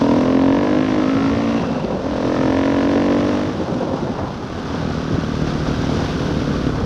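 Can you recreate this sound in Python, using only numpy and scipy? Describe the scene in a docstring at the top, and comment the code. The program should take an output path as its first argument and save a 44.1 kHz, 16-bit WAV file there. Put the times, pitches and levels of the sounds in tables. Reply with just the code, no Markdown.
"""A single-cylinder four-stroke trail bike climbs a gravel track, heard from the rider's helmet.
It pulls hard, each firing ringing the exhaust pipe, and a bracket sings near top revs. At 1.7 s the
rider shifts up, opens up again, then rolls off at 3.5 s into a burble. From 4.7 s the bike lugs along
on a little throttle while gravel rattles on the guards and the wind rumble grows. All the way, wind
buffets the microphone port and hisses round the housing, tyres and chain grind, and stones thud."""
import sys
import numpy as np
from scipy.fft import rfft, irfft, next_fast_len
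from scipy.io import wavfile
from scipy.ndimage import map_coordinates

SR = 44100
rng = np.random.default_rng(int(sys.argv[2]) if len(sys.argv) > 2 else 0)


def generate_wav(signal):
    """Clip the signal to [-1, 1] and save it as 16-bit WAV at the path in sys.argv[1]."""
    frames = np.transpose(np.atleast_2d(signal))
    scaled = np.clip(frames, -1, 1) * 32767
    pcm = np.round(scaled).astype(np.int16)
    wavfile.write(sys.argv[1], SR, pcm)


N = 302085
T = np.arange(N) / SR

# engine revs: t/s, firing rate/Hz
FIRING_RATE = [(0.0, 39.96), (0.13, 40.74), (0.22, 42.71), (0.36, 44.56), (0.5, 45.39), (0.64, 49.55),
               (0.84, 53.05), (0.95, 50.81), (1.14, 54.53), (1.25, 54.3), (1.35, 57.11), (1.56, 57.09),
               (1.7, 54.03), (2.04, 41.69), (2.21, 43.22), (2.4, 43.98), (2.7, 46.14), (3.1, 47.78),
               (3.3, 48.98), (3.51, 49.46), (4.2, 42.72), (4.58, 39.39), (4.75, 40.81), (5.02, 38.55),
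               (5.5, 38.01), (5.75, 37.87), (6.02, 38.72), (6.35, 36.86), (6.85, 36.47)]
# resonances of the frame: f/Hz, width/Hz, level/dB
FRAME_MODES = [(673, 266, -0.5), (1154, 493, -1), (1268, 201, -0.5)]


def engine():
    """Each firing rings the pipe; off throttle the burn turns ragged and the puffs are noise."""
    # the rider's hand: t/s, share of even firings/0-1, throttle opening/0-1
    throttle = [(0, .99, 1), (1.57, .98, 1), (1.68, .25, .4), (2.03, .25, .4), (2.09, .98, 1),
                (3.42, .98, 1), (3.55, .2, .3), (4.5, .2, .1), (4.75, .95, .03), (6.85, .92, .03)]
    # engine mix: t/s, exhaust level/dB, upper pipe level/dB, crack level/dB
    faders = [(0, -12, -21, -42), (.35, -15.5, -21, -35.5), (.75, -19, -22.5, -36),
              (.88, -22.5, -31.5, -35.5), (.95, -19.5, -22.5, -38.5), (1.15, -20.5, -30, -37),
              (1.58, -17, -27, -39.5), (1.75, -24.5, -32.5, -40), (2.02, -25, -26.5, -50),
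              (2.3, -21.5, -22.5, -43.5), (2.65, -21, -22.5, -35.5), (2.9, -18.5, -23, -38),
              (3.1, -18, -21.5, -37), (3.43, -25, -28.5, -42), (3.54, -26.5, -41, -41),
              (3.75, -23.5, -29.5, -64), (4.0, -27.5, -35, -60), (4.2, -34.5, -38.5, -66),
              (4.47, -32.5, -58, -37), (4.72, -23, -38.5, -37), (5.15, -23, -32.5, -34),
              (5.5, -21.5, -40, -35), (5.9, -20.5, -35.5, -38), (6.68, -21.5, -33.5, -32.5),
              (6.85, -29.5, -66, -40.5)]
    # off-throttle burbles: peak t/s, swell/dB
    burbles = [(1.7, 1.5), (1.87, 3.5), (1.92, 5.5), (1.97, 1.5), (3.615, 7.5), (3.71, 3.5), (3.77, 3.5),
               (3.82, 4.5), (3.885, 4.5), (3.94, 7), (4.04, 6.5), (4.1, 5), (4.2, 9), (4.24, 3), (4.295, 5),
               (4.33, 4)]
    even, opening = curves(throttle)
    burble_db = sum(db * np.exp(-((T - s) / .022) ** 2) for s, db in burbles)
    lurch_db = 1.3 * (1 - even)  # an uneven burn makes the level lurch
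    exhaust_db, upper_db, crack_db = [db + burble_db + lurch_db * wobble(14) for db in curves(faders)]
    cycles = .48 + np.cumsum(curves(FIRING_RATE)[0]) / SR
    firings = np.interp(np.arange(1, int(cycles[-1])), cycles, T)
    scatter = rng.standard_normal((6, len(firings)))
    firings += .00003 * scatter[0]
    spread_db = .6 * opening + 2.2 * (1 - opening)  # firings vary more when lugging
    blows = train(firings, amp(np.interp(firings, T, spread_db) * scatter[1]))
    puff_shape = .6 + np.exp(-3 * (cycles % 1))
    puffs = unit(rng.standard_normal(N) * puff_shape * amp(1.3 * wobble(30)))
    drive = lowpass(blend(blows, puffs, even), hz=1500, poles=2)
    crack, burn = cracks(firings, cycles, even, opening, scatter[2:])
    pipe = amp(exhaust_db) * exhaust(drive, puffs, even, opening) + amp(upper_db) * upper_pipe(drive)
    return pipe + amp(crack_db) * crack + pop(blows) + rasp(burn) + gear_whine(drive)


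def exhaust(drive, puffs, even, opening):
    """The pipe's low voice: firings ring it, open or lugging; ragged puffs blow through it cold."""
    # pipe resonances when open, lugging and cold: f/Hz, width/Hz, level/dB
    open_modes = [(98.6, 47, -23), (267.4, 18, -3)]
    lugging_modes = [(81.1, 7.2, -2.5), (150.2, 25.5, 0.5), (221, 61, 0), (262.7, 35.5, 3.5),
                     (399, 107, -15.5)]
    cold_modes = [(175, 39, -2.5), (263, 126, -1), (389, 124, -2.5)]
    # rings either side of the open pipe's main one: t/s, lower level/dB, higher level/dB
    flanks = [(0, -15, -15.5), (.45, -16.5, -5.5), (1.0, -17, 0), (1.5, -7, -24), (2.1, -7, -7.5),
              (2.5, -18, 1), (3.5, -1, -1)]
    lower_db, higher_db = curves(flanks)
    at_outlet = delay(drive, seconds=.0036)
    at_chamber = delay(at_outlet, seconds=.00896)  # the silencer's far chamber answers late
    lower = amp(lower_db) * ring(at_outlet, [(211.2, 35, 0)])
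    higher = amp(higher_db) * ring(at_chamber, [(301.4, 13, 0)])
    pulling = ring(at_outlet, open_modes) + lower - higher
    lugging = ring(delay(drive, seconds=.0012), lugging_modes)
    firing = blend(pulling, lugging, opening)
    return blend(firing, ring(puffs, cold_modes), even)


def upper_pipe(drive):
    """The midrange: firings ring the pipe's upper modes and, more softly, shake the frame."""
    # upper pipe resonances: f/Hz, width/Hz, level/dB
    modes = [(286, 62, 2), (436.5, 21.4, 11.5), (525.3, 52.4, 11), (604, 41, 12), (703, 40, -9.5),
             (866, 25, -34), (922, 30, 1)]
    return ring(drive, modes) + amp(-6.5) * ring(drive, FRAME_MODES)


def cracks(firings, cycles, even, opening, scatter):
    """Two cracks a cycle, burn then valve, ring the head. Returns the sound and the bare burn clicks."""
    # valve crack, closer behind the burn in hot gas: t/s, level over the burn/dB, gap/s
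    valve_timing = [(0, -4, .0042), (.6, -5, .0042), (1.0, 0, .0043), (1.6, 0, .0043), (2.3, 2.5, .0046),
                    (3.3, 1, .0045), (4.7, 0, .0047)]
    # resonances of the head, open and lugging, and of the valve: f/Hz, width/Hz, level/dB
    open_modes = [(1890, 1020, 2), (2920, 510, 4.5), (3580, 630, -0.5)]
    lugging_modes = [(1160, 68, 1), (1470, 290, -0.25), (1580, 270, -1.9)]
    valve_modes = [(1920, 650, 11), (2860, 1300, -6)]
    jitter_s, spread_db = .00004, 1.3  # from crack to crack
    valve_db, gap_s = curves(valve_timing)
    lag_s = .0007 * opening + .0125 * (1 - opening)  # the burn cracks later when lugging
    burn_times = firings + np.interp(firings, T, lag_s) + jitter_s * scatter[0]
    valve_times = burn_times + np.interp(firings, T, gap_s) + jitter_s * scatter[1]
    burn = train(burn_times, amp(spread_db * scatter[2]))
    valve = amp(valve_db) * train(valve_times, amp(spread_db * scatter[3]))
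    clatter_phase = (cycles - .44 * (1 - opening)) % 1
    clatter = unit(rng.standard_normal(N) * (.4 + np.exp(-4 * clatter_phase)))
    crispness = even * (.35 + .62 * opening)  # share of clean clicks against noisy clatter
    knock = blend(burn, clatter, crispness)
    valve_gain = np.sqrt(crispness * np.mean(valve ** 2))
    sharp = ring(knock, open_modes) + valve_gain * ring(valve, valve_modes)
    dull = ring(knock + np.sqrt(crispness) * valve, lugging_modes)
    return lowpass(blend(sharp, dull, opening), hz=6000, poles=4), burn


def pop(blows):
    """Each firing's pressure front pops as it leaves the pipe."""
    # strength of the front: t/s, level/dB
    fader = [(0, -31), (.4, -40.5), (.8, -47), (1.1, -44), (1.55, -38), (1.7, -45), (2.0, -46),
             (2.15, -40.5), (2.6, -35.5), (3.1, -37.5), (3.42, -34), (3.55, -41), (4.5, -41), (4.75, -43),
             (6.85, -41)]
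    # resonances of the pop: f/Hz, width/Hz, level/dB
    modes = [(648, 230, 1), (915, 43, 4.5), (1200, 79, -1)]
    return amp(curves(fader)[0]) * ring(delay(blows, seconds=.0046), modes)


def rasp(burn):
    """Two narrow, wandering rings of the silencer, struck by the burn cracks."""
    # the silencer's high and low ring: t/s, f/Hz, level/dB
    high = [(0, 1640, -55), (.25, 1760, -56), (.33, 1730, -43), (.55, 1715, -40.5), (.75, 1640, -42),
            (.9, 1700, -43.5), (1.2, 1705, -41.5), (1.5, 1850, -52), (1.65, 1790, -63), (2.15, 1720, -59),
            (2.35, 1770, -41), (2.7, 1680, -43), (3.0, 1680, -42), (3.4, 1700, -48), (3.55, 1750, -67)]
    low = [(0, 1330, -45), (.2, 1314, -49), (.6, 1410, -54), (.75, 1350, -38), (.9, 1320, -43),
           (1.05, 1296, -32.5), (1.27, 1350, -34), (1.38, 1370, -54), (2.15, 1210, -57), (2.3, 1250, -40),
           (2.47, 1286, -37), (2.6, 1450, -42), (2.85, 1500, -45.5), (3.2, 1490, -46), (3.5, 1470, -62)]
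    return sum(amp(db) * glide(burn, hz, width_hz=58) for hz, db in (curves(high), curves(low)))


def gear_whine(drive):
    """Each firing loads the gear teeth, which ring at the meshing rate."""
    # gear mesh: t/s, pitch/multiples of the firing rate, level/dB
    mesh = [(0, 23, -31), (.33, 23, -34), (.42, 20, -44), (.55, 19.5, -35), (1.0, 19.5, -35),
            (1.55, 19.5, -35), (1.65, 19.5, -58), (2.2, 20.5, -50), (2.5, 20.5, -37), (3.2, 20.5, -37),
            (3.5, 20.5, -50), (3.6, 20.5, -70)]
    multiple, db = curves(mesh)
    return amp(db) * glide(drive, multiple * curves(FIRING_RATE)[0], width_hz=50)


def bracket():
    """A metal bracket, shaken unevenly, sings in one narrow resonance near top revs."""
    # the bracket's note: t/s, f/Hz, level/dB
    note = [(1.25, 2760, -56), (1.4, 2740, -46), (1.55, 2750, -42.5), (1.66, 2700, -46), (1.83, 2670, -49),
            (1.95, 2670, -57), (2.02, 2670, -70)]
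    hz, db = curves(note)
    shake = rng.standard_normal(N) * amp(1.5 * wobble(35))
    return amp(db) * glide(shake, hz, width_hz=110)


def jolts():
    """Stones under the wheel: each a short thud of two low modes and a bright snap."""
    # stone strikes: t/s, thud level/dB, snap level/dB, thud f/Hz
    stones = [(1.845, -7, -29, 232), (2.111, -8, -32, 273), (2.955, -8, -32, 420), (3.603, -10, -40, 268),
              (4.741, -8.5, -38, 277), (5.105, -8, -38, 196), (5.122, -5, -42, 131),
              (5.143, -2.5, -40, 123), (5.179, -3, -38, 169), (5.948, 0, -34, 162), (6.262, -19, -42, 169),
              (6.412, -8, -44, 169), (6.611, -14, -40, 203), (6.667, 2, -30, 150)]
    # resonances of the snap: f/Hz, width/Hz, level/dB
    snap_modes = [(1700, 810, -0.51), (3160, 1300, 0.58), (4500, 1100, -2)]
    thud_s, snap_s = .04, .025  # time to fall 60 dB
    out, t = np.zeros(N + SR), np.arange(SR // 10) / SR
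    sizzle = ring(rng.standard_normal(N + SR), snap_modes)
    for s, thud_db, snap_db, hz in stones:
        start = round(s * SR)
        body = np.sin(2 * np.pi * hz * t) + .7 * np.sin(2 * np.pi * 1.7 * hz * t)
        thud = amp(thud_db - 60 * t / thud_s) * (1 - np.exp(-t / .004)) * body
        snap = amp(snap_db - 60 * t / snap_s) * (1 - np.exp(-t / .001)) * sizzle[start:][:len(t)]
        out[start:][:len(t)] += thud + snap
    return out[:N]


def wind_and_grind():
    """Lumpy wind on the port, hiss round the housing, tyre and chain grit in the frame."""
    # wind on the port, tyres and chain: t/s, buffet level/dB, grind level/dB
    faders = [(0, -25.5, -31), (.5, -28, -35), (1.0, -27.5, -33), (1.5, -27, -33), (1.62, -25, -30),
              (1.9, -32, -35), (2.05, -30, -35), (2.3, -28, -34), (2.75, -27, -35), (3.3, -28, -33),
              (3.55, -28, -34), (3.9, -27, -32), (4.1, -28, -33), (4.22, -25, -29), (4.46, -30, -37.5),
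              (4.75, -28.5, -33), (5.05, -27.5, -39), (5.4, -27.5, -40), (5.95, -25, -31.5),
              (6.5, -23, -41.5), (6.85, -22, -32.5)]
    # deep wind rumble and housing hiss: t/s, level/dB
    rumble_fader = [(0, -40), (.8, -43), (1.3, -41.5), (2.0, -40), (2.7, -38), (3.4, -39), (4.2, -36.5),
                    (4.7, -37), (5.6, -32), (6.2, -34), (6.85, -24.5)]
    hiss_fader = [(0, -32), (.5, -36), (1.0, -34), (1.58, -34.5), (1.9, -39), (2.3, -33), (2.75, -34),
                  (3.3, -34), (3.55, -36), (4.18, -38), (4.46, -39), (4.75, -34), (5.05, -34), (5.4, -33),
                  (5.95, -30.5), (6.5, -33), (6.85, -35.5)]
    # tone of the three wind layers: f/Hz, level/dB
    rumble_eq = [(12, -43), (25, -4), (45, 3.5), (70, 7), (110, -7), (200, -46)]
    buffet_eq = [(40, -47), (80, -5.5), (130, -4), (200, -5.5), (300, -10), (500, -10.5), (900, -38),
                 (1600, -39.5), (2600, -120)]
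    hiss_eq = [(880, -2.5), (1500, -0.5), (1900, -8), (2400, -9), (3400, -7), (4200, -10), (5900, -10.5),
               (7000, -20.5), (8600, -26), (9700, -22), (10800, -30.5), (12600, -22), (14000, -40.5),
               (15200, -42)]
    gust_db = 1.4
    port_db, grind_db = curves(faders)
    rumble_db = curves(rumble_fader)[0] + gust_db * wobble(1.6)
    buffet_db = port_db + gust_db * wobble(6.6)
    rumble = coloured(rng.standard_normal(N), rumble_eq)
    buffet = coloured(rng.standard_normal(N) * amp(.8 * wobble(14) + 1.5 * wobble(45)), buffet_eq)
    grit = rng.standard_normal(N) * amp(2.0 * wobble(40) + 1.5 * wobble(150))
    hiss = coloured(rng.standard_normal(N) * amp(.57 * wobble(25) + 1.28 * wobble(300)), hiss_eq)
    wind = amp(rumble_db) * rumble + amp(buffet_db) * buffet + amp(curves(hiss_fader)[0]) * hiss
    return wind + amp(grind_db) * ring(grit, FRAME_MODES)


def gravel():
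    """Small stones thrown up against the guards, rattling in flurries."""
    # gravel spray: t/s, level/dB
    fader = [(0, -60), (1.5, -74), (3, -59), (4.4, -57.5), (5.0, -56), (5.5, -54), (5.9, -45.5), (6.3, -47),
             (6.6, -50.5), (6.85, -56)]
    # resonances of the guards: f/Hz, width/Hz, level/dB
    guard_modes = [(3320, 320, 4), (4770, 1000, 0.5), (9900, 740, -4), (13300, 1500, -4)]
    hits_per_s, spread_db = 1500, 4
    hits = (rng.random(N) < hits_per_s / SR) * amp(spread_db * rng.standard_normal(N))
    return amp(curves(fader)[0] + 2.3 * wobble(3.9)) * ring(hits - hits.mean(), guard_modes)


def amp(db):
    """Gain of a level in dB."""
    return 10 ** (np.asarray(db) / 20)


def unit(x):
    """Scaled to rms 1."""
    return x / np.sqrt(np.mean(x ** 2) + 1e-20)


def blend(a, b, share):
    """Equal-power crossfade: all a at share 1, all b at 0."""
    return np.sqrt(share) * a + np.sqrt(1 - share) * b


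def delay(x, seconds):
    """x made late, its end wrapping to the start."""
    return np.roll(x, round(seconds * SR))


def curves(rows):
    """One value per sample for each column after the time."""
    s, *cols = np.transpose(rows)
    return [np.interp(T, s, c) for c in cols]


def wobble(rate):
    """A smooth random curve, rate knots a second."""
    return map_coordinates(rng.standard_normal(int(N * rate / SR) + 4), [T * rate])


def train(times, sizes):
    """One impulse at each time, rms 1."""
    return unit(np.bincount(np.clip(np.round(times * SR).astype(int), 0, N - 1), sizes, N))


def filtered(x, response):
    """x through a complex frequency response."""
    m = next_fast_len(N + SR // 2)
    return irfft(rfft(x, m) * response(np.fft.rfftfreq(m, 1 / SR)), m)[..., :N]


def lowpass(x, hz, poles):
    """x through a chain of one-pole low-passes."""
    return filtered(x, lambda f: 1 / (1 + 1j * f / hz) ** poles)


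def ring(x, modes):
    """x through parallel resonances of alternating polarity, rms 1."""
    return unit(filtered(x, lambda f: sum(
        (-1) ** k * amp(db) * 1j * f * width / (hz * hz - f * f + 1j * f * width)
        for k, (hz, width, db) in enumerate(modes))))


def coloured(x, points):
    """x through an EQ curve of (f/Hz, level/dB) points, rms 1."""
    hz, db = np.transpose(points)
    return unit(filtered(x, lambda f: amp(np.interp(np.log(f + 1), np.log(hz + 1), db))))


def glide(x, hz, width_hz):
    """x through one resonance whose centre moves, rms 1."""
    turn = np.exp(2j * np.pi * np.cumsum(hz) / SR)
    held = lowpass(x * [turn.real, turn.imag], width_hz, poles=2)
    return unit(held[0] * turn.real + held[1] * turn.imag)


def scene():
    """All sources at the one microphone, which flips the polarity."""
    return -(engine() + bracket() + wind_and_grind() + jolts() + gravel())[None]


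def record(dry):
    """The housing muffles the treble; nothing passes above the band limit."""
    muffle_hz, top_hz = 6300, 15100
    return filtered(dry, lambda hz: (hz < top_hz) / (1 + (hz / muffle_hz) ** 6) ** .5)


dry = scene()
out = record(dry)
generate_wav(out)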